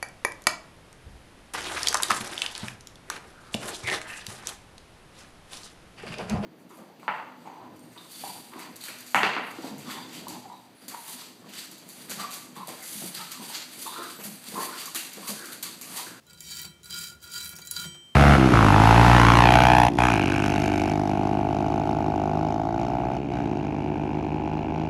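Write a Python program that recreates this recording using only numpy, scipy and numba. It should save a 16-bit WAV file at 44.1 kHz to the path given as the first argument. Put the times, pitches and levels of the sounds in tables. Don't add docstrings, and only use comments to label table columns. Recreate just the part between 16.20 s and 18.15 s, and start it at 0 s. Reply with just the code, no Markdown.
import sys
import numpy as np
from scipy import signal
from scipy.fft import rfft, irfft
from scipy.io import wavfile
from scipy.ndimage import uniform_filter1d
from numba import njit

SR = 44100
rng = np.random.default_rng(int(sys.argv[2]) if len(sys.argv) > 2 else 0)


def master(y):
    cut = np.clip(np.atleast_2d(y).T, -1, 1)
    pcm = np.round(cut * 32767)
    wavfile.write(sys.argv[1], SR, pcm.astype(np.int16))


def invert_db(x):
    u = np.asarray(x, float) / 20
    return 10 ** u


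N = 85995

# frequency in Hz, level in dB.
HUSH_SPECTRUM = [(35, -45), (60, 4.5), (403, -2.5), (627, -8.5), (869, -10), (1790, -13.5), (4740, -15.5),
                 (5580, -15), (15500, -24.5)]
# frequency in Hz, level in dB, T60 in seconds.
BENCH_MODES = [(74.4, 0, 0.13), (96, -12.5, 1), (147.2, -6.5, 0.24), (167.9, 0, 0.16), (199.5, -9, 0.27),
               (345.5, -19, 0.75), (376.5, -10.5, 0.13), (535.6, -20.5, 0.21), (590, -22, 0.061)]
# start in seconds, strength in dB, sharpness in dB.
HAND_BUMPS = [(0.103, -61, -22), (0.31, -58.5, 1), (0.446, -51.5, 3), (0.698, -52, -9.5),
              (0.918, -57, -0.5), (1.082, -64, -15), (1.33, -55.5, 1.5), (1.386, -60.5, 11),
              (1.565, -52, -15), (1.642, -43.5, -2), (1.745, -61.5, 9)]
# time in seconds, bristle pressure in dB, share into the brass in dB,
# share into the plate in dB.
STROKES = [
    [(0.05, -90, -24, 9), (0.072, -66.5, -11, 11), (0.176, -64.5, -13, -2), (0.21, -51, -16, -13),
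     (0.25, -45, 1, 1), (0.31, -44, 3.5, 0.5), (0.358, -41.5, 1.5, 0), (0.454, -46.5, -1, 0.5),
     (0.56, -74, -8, 8)],
    [(0.62, -79, -3, 4), (0.632, -63, -19, -36), (0.64, -52.5, -45, -4), (0.714, -47.5, 6.5, 4),
     (0.794, -37, -1.5, 1), (0.898, -44.5, 1, 5), (1.0, -77, -2, 18)],
    [(1.0, -83, 18, 11), (1.028, -44, -12.5, -1.5), (1.09, -56, 0.5, 8), (1.122, -44, 3, -2),
     (1.206, -39, 1, -0.5), (1.302, -46, -22, -4), (1.34, -50.5, -6, 5)],
    [(1.34, -84, -23, -18), (1.36, -49, -7, 1.5), (1.5, -56, -3, 2), (1.51, -42.5, -5, -26),
     (1.526, -45, -1.5, -4.5), (1.624, -36, -3, 6.5), (1.78, -82.5, 8, 8)],
]
# time in seconds, place in brush widths.
BRUSH_PATH = [(.06, 0.41), (.25, 0.01), (.5, 0.22), (.68, 0.29), (.8, 0.48), (.97, 0.7), (1.05, 0.36),
              (1.2, 0.31), (1.3, 0.27), (1.399, 0.22), (1.6, 0.5)]
PLATE_HZ = [979, 1381, 1423, 1466, 1515, 1666, 1743, 1929, 2317, 2593, 3092, 3135, 3228, 3980]
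# level in dB, free T60 in seconds, offset of nodes along the path in turns.
PLATE_MODES = [(-16.5, 0.62, 0.024), (-15, 0.95, -0.054), (-4, 0.41, -0.092), (-24.5, 0.92, -0.35),
               (-24, 0.13, 0.14), (-20, 0.12, 0.029), (-34, 1.4, -0.28), (-17, 0.58, 0.078),
               (-8.5, 0.61, 0.1), (-20, 0.2, 0.0074), (-25, 0.084, 0.15), (-12.5, 1.74, -0.062),
               (-13.5, 0.063, -0.1), (-2.5, 0.34, -0.028)]
UPPER_PLATE_HZ = [3864, 4170, 5492, 5744, 6665, 7980, 8390, 8600, 8980, 9320, 9760, 10400, 10620, 12050]
# level in dB, free T60 in seconds, offset of nodes in turns.
UPPER_PLATE_MODES = [(8, 0.23, 1), (-3, 0.52, 0.82), (-9, 0.79, 0.86), (14, 0.58, 0.72), (2, 0.42, 0.56),
                     (9, 0.69, 0.56), (-4, 0.37, 0.43), (-23, 0.26, 0.65), (-2.5, 0.58, 0.84),
                     (4, 0.32, 0.88), (8, 0.36, 0.6), (5.5, 0.19, 1), (-7, 0.69, 0.6), (-3, .5, .75)]
# frequency in Hz, level in dB, T60 in seconds,
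# offset of nodes in turns, share of the flexing from 0 to 1.
BRASS_MODES = [(3144, -3, 0.047, 0.99, 0.38), (3864, -5, 0.053, 0.32, 0.57), (4100, -11, 0.02, 0.62, 0.6),
               (4675, -3, 0.04, 0.18, 1), (4781, 1.5, 0.037, 0.019, 0.94), (4896, 0, 0.015, 0.61, .9),
               (5530, -10, 0.027, 1, 0.4), (5740, -18.5, 0.026, 0.086, 0.25), (6550, -11, 0.028, .4, .1),
               (6810, -5, 0.018, 0.41, 0), (7270, -11, 0.027, .4, 0), (7520, -5, 0.013, 0.26, 0.16),
               (8420, -33, 0.024, 0.87, .1)]
# time in seconds, pitch of its main rattle in Hz.
BRASS_FLEX = [(0.06, 4660), (0.226, 4690), (0.448, 4540), (0.696, 4748), (1.78, 4644)]
# frequency in Hz, level in dB.
SCRATCH_SPECTRUM = [(300, -11), (1200, -60), (1500, -14), (1850, -11.5), (3500, -14), (7300, -2),
                    (10500, -5.5), (15500, -3.5)]
# frequency in Hz, T60 in seconds.
SCRATCH_DECAY = [(1000, 0.074), (5000, 0.017), (10000, 0.045), (16000, 0.0091)]
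# frequency in Hz, level in dB.
FLICK_SPECTRUM = [(300, -53), (3000, -28), (6000, -12), (15500, -10)]
# start in seconds, strength in dB, share into the metal in dB,
# twang frequency in Hz.
FLICKS = [(0.0673, -48.5, -5, 7000), (0.0966, -48, 7.5, 7650), (0.1058, -47, 8, 8240),
          (0.1316, -43, 3, 8100), (0.1454, -51.5, 7, 8970), (0.1755, -52.5, 12.5, 6000),
          (0.1846, -49.5, 6, 7270), (0.2056, -30, -1.5, 7160), (0.2394, -56, -36, 6700),
          (0.3085, -31, -25, 6940), (0.4165, -28.5, 0, 14700), (0.6322, -42.5, 2.5, 6980),
          (0.6438, -39, -3.5, 9840), (0.6569, -40, 7, 7870), (0.698, -46, 12.5, 7250),
          (0.7069, -32.5, 10, 9860), (0.7267, -37, 9, 7600), (0.7876, -29, -8, 7500),
          (1.025, -56, -23, 14650), (1.04, -40, 9, 12500), (1.1188, -32, -28, 9760), (1.1391, -31, 6, 7400),
          (1.2454, -28.5, -5, 12800), (1.2555, -29.5, 6.5, 9540), (1.2767, -32.5, -10, 11300),
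          (1.2921, -28.5, -5, 11200), (1.299, -37.5, -4, 14800), (1.316, -36.5, -2, 11300),
          (1.325, -43, 3, 7500), (1.355, -36.5, -33, 6650), (1.364, -32.5, -10, 5770),
          (1.369, -39, -8, 9500), (1.387, -35, -26, 6600), (1.417, -35.5, 2.5, 6560),
          (1.4508, -37, -18, 7060), (1.46, -37, -30, 14800), (1.4727, -30, -2.5, 7100),
          (1.505, -45, -18, 7000), (1.5111, -19, -7.5, 10000), (1.5123, -27, -3, 7000),
          (1.563, -34.5, 20.5, 9300), (1.7455, -61, 14, 6800)]

PATCHES = 14
LIFT_S = 1.665


def evened(x):
    return x / np.sqrt(np.mean(x ** 2) + 1e-30)


def unit(x):
    return x / np.sqrt(np.sum(x ** 2) + 1e-30)


def read(points, hz):
    f, value = np.transpose(points)
    return np.interp(np.log(hz + 1), np.log(f + 1), value)


def coloured(x, points):
    gain = invert_db(read(points, np.fft.rfftfreq(len(x), 1 / SR)))
    return irfft(rfft(x) * gain, len(x))


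def add(mix, s, sound):
    part = mix[round(s * SR):][:len(sound)]
    part += sound[:len(part)]


@njit
def swing(drive, turn, keep):
    out, state = np.zeros(len(drive)), 0j
    for i in range(len(drive)):
        state = state * turn * keep[i] + drive[i]
        out[i] = state.imag
    return out


def ring(drive, hz, t60, keep):
    free = invert_db(-60 / (abs(t60) + 0.00042) / SR)
    norm = np.sqrt(2 * (1 - (free * abs(keep).min()) ** 2))
    return norm * swing(drive, free * np.exp(2j * np.pi * hz / SR), keep)


def room_hush():
    return invert_db(-61.5) * evened(coloured(rng.standard_normal(N), HUSH_SPECTRUM))


def wall_echo(x):
    t = np.arange(SR // 2) / SR
    tail = unit(rng.standard_normal(len(t)) * invert_db(-60 * t / 0.14) * (t > .006))
    return invert_db(-13) * signal.fftconvolve(x, tail)[:N]


def stroke_control(axis):
    rows = np.concatenate([np.array(stroke) for stroke in STROKES])
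    outside = -99 * (axis == 1)
    return np.interp(np.arange(N) / SR, rows[:, 0], rows[:, axis], left=outside, right=outside)


def bench_hum():
    level = invert_db(-64.5 + 0.27 * (stroke_control(axis=1) + 60.5))
    drag = level * rng.standard_normal((len(BENCH_MODES), N))
    steady = np.ones(N, complex)
    return sum(invert_db(db) * ring(row, hz, t60, steady) for row, (hz, db, t60) in zip(drag, BENCH_MODES))


def bench_bumps():
    out, t = np.zeros(N), np.arange(16000) / SR
    hz, mode_db, t60 = np.transpose(BENCH_MODES[2:])[:, :, None]
    rise_s, knock_t60 = .028, 0.14
    for s, db, sharp_db in HAND_BUMPS:
        phase = rng.random(hz.shape)
        tones = invert_db(mode_db - 60 * t / np.abs(t60)) * np.sin(2 * np.pi * (hz * t + phase))
        boom = tones.sum(0) * np.minimum(t / rise_s, 1)
        dull = signal.lfilter([.25], [1, -.75], rng.standard_normal(len(t)))
        knock = unit(dull * invert_db(-60 * t / knock_t60))
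        add(out, s, invert_db(db + 12) * boom + invert_db(db + sharp_db + 28) * knock)
    return out


def modes(drive, hzs, table, spot, place_db):
    damp_db_per_s, patch_spread_db, flex_rest_hz = 101, 2, 4760
    out, at, t = np.zeros(N), np.flatnonzero(drive), np.arange(N) / SR
    place = np.interp(at / SR, *np.transpose(BRUSH_PATH))
    damping = invert_db(-damp_db_per_s / SR * (np.arange(N) < LIFT_S * SR))
    flex = np.interp(t, *np.transpose(BRASS_FLEX)) / flex_rest_hz - 1
    for hz, (db, t60, offset, *share) in zip(hzs, table):
        luck = rng.standard_normal((PATCHES, 2))[spot[at]]
        nodes = np.sin(2 * np.pi * (place + offset))
        gain = invert_db(db + place_db * nodes + patch_spread_db * luck[:, 0])
        fed = np.zeros(N)
        fed[at] = drive[at] * gain * np.sign(luck[:, 1])
        bend = np.exp(2j * np.pi * hz * sum(share) * flex / SR)
        out += ring(fed, hz, t60, damping * bend)
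    radiation = signal.butter(2, .8 * min(hzs), "high", fs=SR, output="sos")
    return signal.sosfilt(radiation, out)


def plate(drive, spot):
    return invert_db(-9.5) * modes(drive, PLATE_HZ, PLATE_MODES, spot, place_db=7)


def upper_plate(drive, spot):
    drive = invert_db(-6) * drive
    add(drive, LIFT_S - .02, invert_db(-10) * unit(rng.standard_normal(size=800)))
    return invert_db(-22.5) * modes(drive, UPPER_PLATE_HZ, UPPER_PLATE_MODES, spot, place_db=-3.5)


def brass(drive, spot):
    hzs = [row[0] for row in BRASS_MODES]
    table = [(db, min(t60, .045), *rest) for _, db, t60, *rest in BRASS_MODES]
    return invert_db(-8) * modes(drive, hzs, table, spot, place_db=1.5)


def snap(colour, tick_db, size, tick_t60):
    lump_db, lump_hz = 2, 1500
    hz, t, z = signal.stft(coloured(rng.standard_normal(size), colour), SR, nperseg=128)
    lumps = evened(uniform_filter1d(rng.standard_normal(len(hz)), max(int(lump_hz / hz[1]), 1)))
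    decay_db = 60 * t / np.abs(read(SCRATCH_DECAY, hz))[:, None]
    fade = invert_db(lump_db * lumps[:, None] - decay_db)
    rings = signal.istft(z * fade, SR, nperseg=128)[1][:size]
    tick = invert_db(tick_db - 60 * np.arange(size) / SR / tick_t60)
    return unit(rings * (1 + tick))


def flicks():
    air, kicks, t = np.zeros(N), np.zeros(N), np.arange(4096) / SR
    skip_s, twang_db, twang_t60, twang_spread = .007, -1, 0.076, 0.031
    for s, db, share_db, hz in FLICKS:
        tones = hz * (1 + twang_spread * rng.standard_normal((4, 1)))
        twang = unit(np.sin(2 * np.pi * tones * t).sum(0) * invert_db(-60 * t / twang_t60))
        release = snap(FLICK_SPECTRUM, tick_db=0, size=len(t), tick_t60=.016)
        add(air, s, invert_db(db + 13) * (release + invert_db(twang_db) * twang))
        skips = np.bincount((rng.random(6) ** 2 * skip_s * SR).astype(int))
        add(kicks, s, invert_db(db + share_db + 11) * unit(skips))
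    thin = signal.butter(4, 3000, "high", fs=SR, output="sos")
    return signal.sosfilt(thin, air), kicks


def slips():
    slips_per_s, spread_db, clump_db, clump_s = 3200, 3.5, 2, .008
    strength = invert_db(spread_db * np.minimum(rng.exponential(1, N), 3))
    size = strength * (rng.random(N) < slips_per_s / SR)
    clumps = evened(uniform_filter1d(rng.standard_normal(N), max(int(clump_s * SR), 2)))
    clicks = size * rng.choice([-1., 1.], N) * invert_db(clump_db * clumps)
    return evened(clicks) * invert_db(stroke_control(axis=1))


def scratch(tips, spot):
    out = np.zeros(N)
    for k in range(PATCHES):
        sound = snap(SCRATCH_SPECTRUM, tick_db=-10, size=4096, tick_t60=0.0093)
        out += signal.oaconvolve(tips * (spot == k), sound)[:N]
    return invert_db(-2.5) * out


def brush():
    tips, spot = slips(), rng.integers(0, PATCHES, N)
    air, kicks = flicks()
    into_brass = tips * invert_db(stroke_control(axis=2)) + kicks
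    into_plate = tips * invert_db(stroke_control(axis=3)) + invert_db(1) * kicks
    metal = brass(into_brass, spot) + plate(into_plate, spot) + upper_plate(tips + kicks, spot)
    return air + scratch(tips, spot) + metal


def scene():
    near = brush()
    return (room_hush() + bench_hum() + bench_bumps() + wall_echo(near) + near)[None]


def roll_off(x):
    return signal.sosfilt(signal.butter(12, 16620, fs=SR, output="sos"), x)


def record(dry):
    bass_cut = signal.butter(3, 62, "high", fs=SR, output="sos")
    thin = signal.sosfilt(bass_cut, dry)
    treble_cut = signal.firwin(511, 15760, window=("kaiser", 6), fs=SR)
    finished = signal.oaconvolve(thin, treble_cut[None], "same")
    return roll_off(finished)


dry = scene()
out = record(dry)
master(out)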